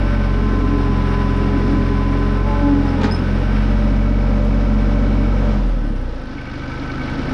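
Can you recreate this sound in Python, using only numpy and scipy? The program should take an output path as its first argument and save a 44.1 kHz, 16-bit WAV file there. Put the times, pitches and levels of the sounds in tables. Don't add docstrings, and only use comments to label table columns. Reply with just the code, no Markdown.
import sys
import numpy as np
from scipy import signal
from scipy.fft import rfft, irfft, next_fast_len
from scipy.io import wavfile

SR = 44100
rng = np.random.default_rng(int(sys.argv[2]) if len(sys.argv) > 2 else 0)


def amplitude_ratio(level_db):
    exponent = np.asarray(level_db, float) / 20
    return 10 ** exponent


def waveform_to_disk(signal):
    frames = np.transpose(np.atleast_2d(signal))
    scaled = np.clip(frames, -1, 1) * 32767
    samples = np.round(scaled).astype(np.int16)
    wavfile.write(sys.argv[1], SR, samples)


N = 323253
TIME_S = np.arange(N) / SR


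def rms_one(x):
    return x / np.sqrt(np.mean(x ** 2) + 1e-20)


def in_time(rows):
    s, value = np.transpose(rows)
    return np.interp(TIME_S, s, value)


def drift(rate_hz):
    r = np.exp(-80 * np.pi * rate_hz / SR)
    slow = signal.lfilter([1], [1, -2 * r, r * r], rng.standard_normal(N // 40 + 2002))[2000:]
    return np.interp(np.arange(N) / 40, np.arange(len(slow)), rms_one(slow))


def resonator(hz, width_hz):
    r = np.exp(-np.pi * width_hz / SR)
    return [1, -2 * r * np.cos(2 * np.pi * hz / SR), r * r], r


def resonances(x, modes):
    out = 0
    for k, (hz, width_hz, db) in enumerate(modes):
        poles, r = resonator(hz, width_hz)
        ring = signal.lfilter([1, 0, -1], poles, x)
        out = out + (-1) ** k * amplitude_ratio(db) * (1 - r * r) / 2 * ring
    return out


def coloured(x, spectrum):
    hz, db = np.transpose(spectrum)
    size = next_fast_len(N)
    log_hz = np.log(np.fft.rfftfreq(size, 1 / SR) + 1)
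    gain = amplitude_ratio(np.interp(log_hz, np.log(hz), db))
    return rms_one(irfft(rfft(x, size) * gain, size)[:N])


def band(x, low_hz, high_hz):
    return signal.sosfilt(signal.butter(2, [low_hz, high_hz], "band", fs=SR, output="sos"), x)


def low_pass(x, hz):
    return signal.sosfilt(signal.butter(4, hz, fs=SR, output="sos"), x)


def bursts(events, t60s, rise_s):
    out = np.zeros(N)
    for (s, db, *_), t60 in zip(events, t60s):
        span = slice(int(s * SR), min(N, int((s + 2 * t60) * SR)))
        age = np.arange(span.stop - span.start) / SR
        out[span] += amplitude_ratio(db - 60 * age / t60) * (1 - np.exp(-age / rise_s))
    return out * rng.standard_normal(N) + 1e-18


def at_crank(firings, sizes, per_firing):
    step = np.floor(firings * per_firing).astype(int)
    click = np.append(0, np.diff(step) > 0)
    return click * np.asarray(sizes)[step % len(sizes)] / np.sqrt(np.gradient(firings))


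def tones(firings, orders, levels_db, flutter_db, spread=0):
    out = np.zeros(N)
    for k, db in zip(orders, levels_db):
        phase = 2 * np.pi * k * firings - spread * k * (k - 1)
        out += np.sqrt(2) * amplitude_ratio(db + flutter_db * drift(18)) * np.sin(phase)
    return out


SHUT_S, COASTING_S, COASTED_S, CATCH_S, SETTLED_S = 5.54, 5.64, 5.97, 6.08, 6.4


def by_state(work_db, shut_db, recovery_db):
    working = np.interp(TIME_S, [SHUT_S, COASTING_S], [1, 0])
    off_db = np.interp(TIME_S, [COASTING_S, COASTED_S, CATCH_S, SETTLED_S], shut_db)
    recovered = np.interp(TIME_S, [CATCH_S, SETTLED_S], [0, 1])
    return working * work_db + (1 - working) * off_db + recovered * recovery_db


def valve_ticks(seatings, per_s, slowed):
    decay_s, tick_db, between_db = .014, 3, -5
    strength = amplitude_ratio(tick_db + 1.8 * rng.standard_normal(400))[seatings.astype(int)]
    tick = strength * np.exp(-(seatings % 1) / per_s / decay_s)
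    return 1 - slowed + slowed * (amplitude_ratio(between_db) + tick)


def contacts(firings, throb, repeat, sharp, lag):
    per_firing = 200
    looped = rms_one(at_crank(firings, rng.standard_normal(3 * per_firing), per_firing))
    shake = np.sqrt(repeat) * looped + np.sqrt(1 - repeat) * rng.standard_normal(N)
    swell = np.exp(sharp * np.cos(2 * np.pi * (firings - lag)))
    throb = np.clip(throb, 0, 1)
    return shake * (1 - throb + throb * rms_one(swell))


def oil_hiss(travel_db):
    hiss = band(band(rng.standard_normal(N), 12000, 14200), 12000, 14200)
    return amplitude_ratio(-81 + .5 * travel_db) * rms_one(hiss)


# start in seconds, peak in dB.
TWIG_TICKS = [
    (0.7986, -53),
    (1.3594, -46.5),
    (2.1833, -51),
    (4.4425, -48),
]


def twigs():
    return low_pass(band(bursts(TWIG_TICKS, [.12] * 4, rise_s=0.0043), 6000, 11000), 13000)


# start in seconds, peak in dB, upper mode in dB, pitch factor, t60 in seconds.
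PIN_TOUCHES = [
    (2.888, -36, -30, 1.0, .05),
    (3.111, -25, -25, .975, .05),
    (3.120, -23, -20, 1.004, .07),
    (3.146, -21, -23, 1.0, .04),
    (3.162, -34, -14, 1.012, .05),
    (3.191, -35, -22, .996, .05),
]
PIN_MODES_HZ = (5150, 8880)


def pin():
    out = np.zeros(N)
    for s, db, upper_db, pitch, t60 in PIN_TOUCHES:
        span = slice(int(s * SR), int((s + .12) * SR))
        age = TIME_S[span] - TIME_S[span][0]
        lower, upper = [np.sin(2 * np.pi * hz * pitch * age) for hz in PIN_MODES_HZ]
        out[span] += amplitude_ratio(db - 60 * age / t60) * (lower + amplitude_ratio(upper_db) * upper) * (1 - np.exp(-age / .0008))
    return out


# start in seconds, peak in dB, t60 in seconds.
LOADER_BANGS = [
    (3.0127, -21.5, 0.058),
    (3.032, -16, 0.058),
    (3.0417, -18.5, 0.17),
]


def loader():
    bang = bursts(LOADER_BANGS, np.array(LOADER_BANGS)[:, 2], rise_s=0.00073)
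    thud = amplitude_ratio(22) * band(bang, 170, 320)
    clank = amplitude_ratio(7) * band(bang, 880, 2080) + amplitude_ratio(-3) * band(bang, 1700, 4300)
    edge = amplitude_ratio(-31) * low_pass(band(bang, 9000, 9500), 10000)
    return low_pass(thud + clank, 7200) + edge


# Hz, width in Hz, level in dB.
SHROUD_MODES = [(394, 46, 0)]


def fan_shroud(travel_db):
    return amplitude_ratio(-34 + .83 * travel_db) * rms_one(resonances(rng.standard_normal(N), SHROUD_MODES))


# start in seconds, end in seconds, pump second in dB, pump third in dB.
VALVE_WHINES = [
    (0, .3, -35, -42),
    (1.68, 2.07, -41.5, -49),
    (2.45, 2.73, -29.5, -31),
    (2.74, 3.11, -40, -36),
    (3.7, 5.55, -36, -60),
]


def whine(rest_db, column):
    edge_s = 0.027
    level_db = rest_db + np.zeros(N)
    for row in VALVE_WHINES:
        held = np.clip(np.minimum(TIME_S - row[0], row[1] - TIME_S) / edge_s + .5, 0, 1)
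        level_db = np.maximum(level_db, rest_db + held * (row[column] - rest_db))
    return level_db


DRIVEN = (4.58, 9.16, 6.295, 12.59, 18.885, 22.667)
# time in seconds, level in dB.
PUMP_PRESSURE = [(0, -46), (.25, -39), (.5, -33), (.75, -23), (1.1, -31), (1.499, -22), (2.0, -25),
                 (2.25, -25.5), (2.52, -47), (2.64, -16.5), (2.78, -18), (2.9, -30), (3.02, -22),
                 (3.25, -57.5), (5.5, -52), (6.2, -58), (7.0, -45), (7.25, -37)]


def driven_parts(firings, fan_db, travel_db):
    gear_db = -34 + travel_db
    levels_db = [fan_db, -32.5 + .83 * travel_db, in_time(PUMP_PRESSURE), whine(-50, column=2),
                 whine(-45 + .64 * travel_db, column=3), gear_db]
    out = tones(firings + .003 * drift(14), DRIVEN, levels_db, flutter_db=1.7)
    return out + tones(firings, [25.18], [gear_db - 14], flutter_db=2.5)


# tones per firing, level in dB against the fifth
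GEAR_TONES = [(10, -9), (20.333, -17), (21, -18), (28.71, -18), (33, -26), (42, -26), (56, -26),
              (39, -27), (44.333, -30), (54, -32), (64, -33), (69, -31), (76, -37), (94.333, -37)]


def gears(firings, fifth_db, idling):
    partials = GEAR_TONES
    levels_db = [fifth_db + db - 15 * idling for _, db in partials]
    return tones(firings, [k for k, _ in partials], levels_db, flutter_db=2.5)


# Hz, width in Hz, level in dB.
TAPPET_MODES = [(2250, 50, 0)]


def rattles(seatings, recovery_db):
    from_s, lag_firings, jitter_s, chance = 6.3, .05, .009, .85
    s = np.flatnonzero(np.diff(np.floor(seatings - lag_firings))) / SR
    s = s[s > from_s]
    s = s[rng.random(len(s)) < chance]
    start_s = s + jitter_s * rng.standard_normal(len(s))
    peak_db = -34 + 2 * rng.standard_normal(len(s))
    chatter = bursts(list(zip(start_s, peak_db)), [.05] * len(s), rise_s=0.0013)
    return amplitude_ratio(27.5 + recovery_db) * resonances(chatter, TAPPET_MODES)


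TAPPET_STRENGTH_DB = (0, 1, -5)


def tappets(firings, uneven_db):
    strength = amplitude_ratio(uneven_db * rng.standard_normal(400))[firings.astype(int)]
    blows = at_crank(firings - .15, amplitude_ratio(TAPPET_STRENGTH_DB), per_firing=1)
    blows += at_crank(firings - .4, amplitude_ratio(TAPPET_STRENGTH_DB), per_firing=1)
    return rms_one(resonances(blows * strength + 1e-18, TAPPET_MODES))


# Hz, width in Hz, level in dB.
BELT_MODES = [(6858, 12, 0)]


def idle_top(seatings, per_s, clatter_db, idling, high):
    injectors = band(rng.standard_normal(N), 2500, 5800) * amplitude_ratio(1.3 * drift(25))
    strokes = valve_ticks(seatings + .55, .4 * per_s, slowed=.95)
    ticking = rms_one(low_pass(strokes * injectors, 5000))
    whistle = rms_one(resonances(injectors + high, BELT_MODES))
    return idling * amplitude_ratio(clatter_db - 10.5) * ticking + idling ** 4 * amplitude_ratio(clatter_db - 41) * whistle


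# Hz, width in Hz, level in dB.
FRAME_MODES = [(271, 72.2, -1.5), (184, 84, -11.5), (276, 34.5, -8.5), (77.4, 79.4, -8.5)]
BLOCK_MODES = [(474.6, 103, 7), (617, 48, 1.5), (697, 210, -16.5), (852, 98, -1), (942, 77, -2)]
SIDE_PANEL_MODES = [(1320, 55, 0)]
BONNET_MODES = [(1527, 24, 0)]
# level in dB at work, as overrun begins, as it ends, as the governor catches, at idle.
BODY_LEVELS = [(-36, -38, -41.5, -43.5, -38.5), (-47.5, -43.5, -50, -49, -47),
               (-44.5, -49, -53, -45, -41.5), (-48, -70, -69, -73, -47), (-43.5, -46, -46.5, -51.5, -37.5)]


def engine_body(firings, travel_db, idling, recovery_db, high):
    frame_db, block_db, panel_db, tappet_db, bonnet_db = [
        by_state(row[0], row[1:], recovery_db) + 1.6 * drift(1.3) for row in BODY_LEVELS]
    block_db = block_db - by_state(.45 * travel_db, np.zeros(4), 0)
    low = contacts(firings, .1 + .1 * idling, repeat=.4, sharp=1.2, lag=.2)
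    out = amplitude_ratio(frame_db + 11) * rms_one(resonances(low, FRAME_MODES))
    out += amplitude_ratio(block_db + 8.5) * rms_one(resonances(low, BLOCK_MODES))
    out += amplitude_ratio(panel_db) * rms_one(resonances(high, SIDE_PANEL_MODES))
    out += amplitude_ratio(bonnet_db) * rms_one(resonances(high, BONNET_MODES))
    return out + amplitude_ratio(tappet_db) * tappets(firings, uneven_db=1.8)


# Hz, level in dB per Hz.
CLATTER_SPECTRUM = [(500, -7.5), (900, -1), (1150, -8), (1700, -3), (2100, -9), (3100, -12.5),
                    (4600, -20.5), (5700, -22.5), (6700, -47), (8000, -41), (9200, -37), (10800, -44),
                    (11600, -52), (14500, -65)]
# Hz, width in Hz, level in dB.
PANEL_MODES = [(1950, 45, -16), (2606, 20, -15), (2940, 70, -18), (3210, 30, -22), (4070, 45, -25),
               (5150, 120, -24), (6850, 30, -30)]
VALVE_TOP_DB = (0.9, 2, 4, 2.5, -3.5)


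def valve_clatter(seatings, per_s, clatter_db, high):
    clatter = coloured(high, CLATTER_SPECTRUM) + amplitude_ratio(13) * low_pass(resonances(high, PANEL_MODES), 5400)
    dull = signal.sosfiltfilt(signal.butter(4, 7000, fs=SR, output="sos"), clatter)
    ticks = valve_ticks(seatings, per_s, slowed=by_state(0, np.ones(4), 0))
    top = amplitude_ratio(by_state(VALVE_TOP_DB[0], VALVE_TOP_DB[1:], 0)) * ticks * (clatter - dull)
    return amplitude_ratio(clatter_db) * rms_one(dull + top)


FIRING_DB = (0.0, -1.5, -0.7)
# Hz, width in Hz, level in dB.
MUFFLER_MODES = [(253, 18, 0), (281, 22, -3), (470, 40, -12)]
KNOCK_DB = (0.3, 0.3, -1.5, -11, -1)


def knocks(firings, clatter_db, idling, recovery_db):
    pulses = at_crank(firings, amplitude_ratio(FIRING_DB), per_firing=1) * amplitude_ratio(.5 * drift(30))
    ring = rms_one(band(resonances(pulses + 1e-18, MUFFLER_MODES), 215, 320))
    state_db = by_state(KNOCK_DB[0], KNOCK_DB[1:], .5 * recovery_db)
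    return amplitude_ratio(clatter_db - 13 + 15 * idling + state_db) * ring


WORK_FIRINGS_PER_S = (43.4, 44.5, 45.6, 46.5)
WORK_LEVELS = [(-24, -19, -18, -16), (-22, -23, -23.5, -24.5), (-28.5, -25, -28, -27),
               (-27.5, -33.5, -37.5, -67), (-20, -66.5, -43.5, -33), (-34, -44, -37, -29),
               (-30, -25.5, -28, -23.5)]
# level in dB as overrun begins, as it ends, as the governor catches, at idle.
SHUT_LEVELS = [(-14.5, -21, -23.5, -30.5), (-46.5, -31, -27.5, -34), (-32, -31, -40, -32.5),
               (-41, -37, -36.5, -42), (-59, -51, -55, -31.5), (-39, -35.5, -51, -36.5),
               (-29, -54, -58, -62)]


def order_levels(per_s, recovery_db):
    return [by_state(np.interp(per_s, WORK_FIRINGS_PER_S, work), shut, recovery_db)
            for work, shut in zip(WORK_LEVELS, SHUT_LEVELS)]


def exhaust(firings, exhaust_db, idling):
    poles, _ = resonator(hz=232, width_hz=60)
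    orders = tones(firings, range(1, 7), exhaust_db, flutter_db=.35, spread=.45 * idling - .15)
    return signal.lfilter(poles[::-1], poles, orders)


# time in seconds, firings per second.
ENGINE_SPEED = [(0, 45.95), (.55, 45.7), (1.0, 44.45), (1.5, 44.3), (1.75, 44.6), (2.15, 44.7),
                (2.52, 45.7), (2.7, 45.2), (3.02, 43.3), (3.25, 43.8), (3.55, 46.5), (4.5, 46.55),
                (5.52, 46.4), (6.1, 29.5), (6.3, 25.3), (6.45, 24.2), (6.8, 25.1), (7.33, 25.5)]
# time in seconds, level in dB.
CLATTER_LEVEL = [(0, -32.5), (.65, -34.5), (1.0, -32.5), (1.9, -33.5), (2.5, -34.5), (3.1, -33), (3.6, -33),
                 (4.1, -38), (5.15, -36.5), (5.42, -36.5), (5.9, -42.5), (6.2, -41.5), (6.7, -36.5),
                 (7.33, -33)]
# time in seconds, dB against full load.
TRAVEL_LOAD = [(0, -8.5), (.72, 1.5), (2.35, -0.5), (2.9, -6), (3.45, -12.5), (3.7, -15), (5.5, -14.5),
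               (6.0, -41), (7.33, -14)]


def scene():
    per_s, clatter_db, travel_db = in_time(ENGINE_SPEED), in_time(CLATTER_LEVEL), in_time(TRAVEL_LOAD)
    recovery_db = clatter_db + 33.5
    idling = np.interp(per_s, [25, 42], [1, 0])
    firings = .47 + np.cumsum(per_s) / SR
    valve_seats_s = 7.0565
    seatings = firings + 1 - firings[int(valve_seats_s * SR)] % 1
    *exhaust_db, fan_db = order_levels(per_s, recovery_db)
    high = contacts(firings, .06 + .2 * idling, repeat=.55, sharp=1.1, lag=.1 + firings - seatings)
    high = high * amplitude_ratio(.9 * drift(16))

    out = oil_hiss(travel_db) + twigs() + pin() + loader()
    out += driven_parts(firings, fan_db, travel_db)
    out += gears(firings, exhaust_db[4], idling)
    out += idle_top(seatings, per_s, clatter_db, idling, high)
    body = fan_shroud(travel_db) + rattles(seatings, .5 * recovery_db)
    body += engine_body(firings, travel_db, idling, recovery_db, high)
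    body += knocks(firings, clatter_db, idling, recovery_db)
    out += low_pass(body, 5770)
    out += valve_clatter(seatings, per_s, clatter_db, high)
    out += exhaust(firings, exhaust_db, idling)
    return out[None]


def top_cut(x):
    return signal.sosfilt(signal.butter(12, 14900, fs=SR, output="sos"), x)


def record(dry):
    soft = 0.79 * np.tanh(dry / 0.77)
    return top_cut(soft)


dry = scene()
out = record(dry)
waveform_to_disk(out)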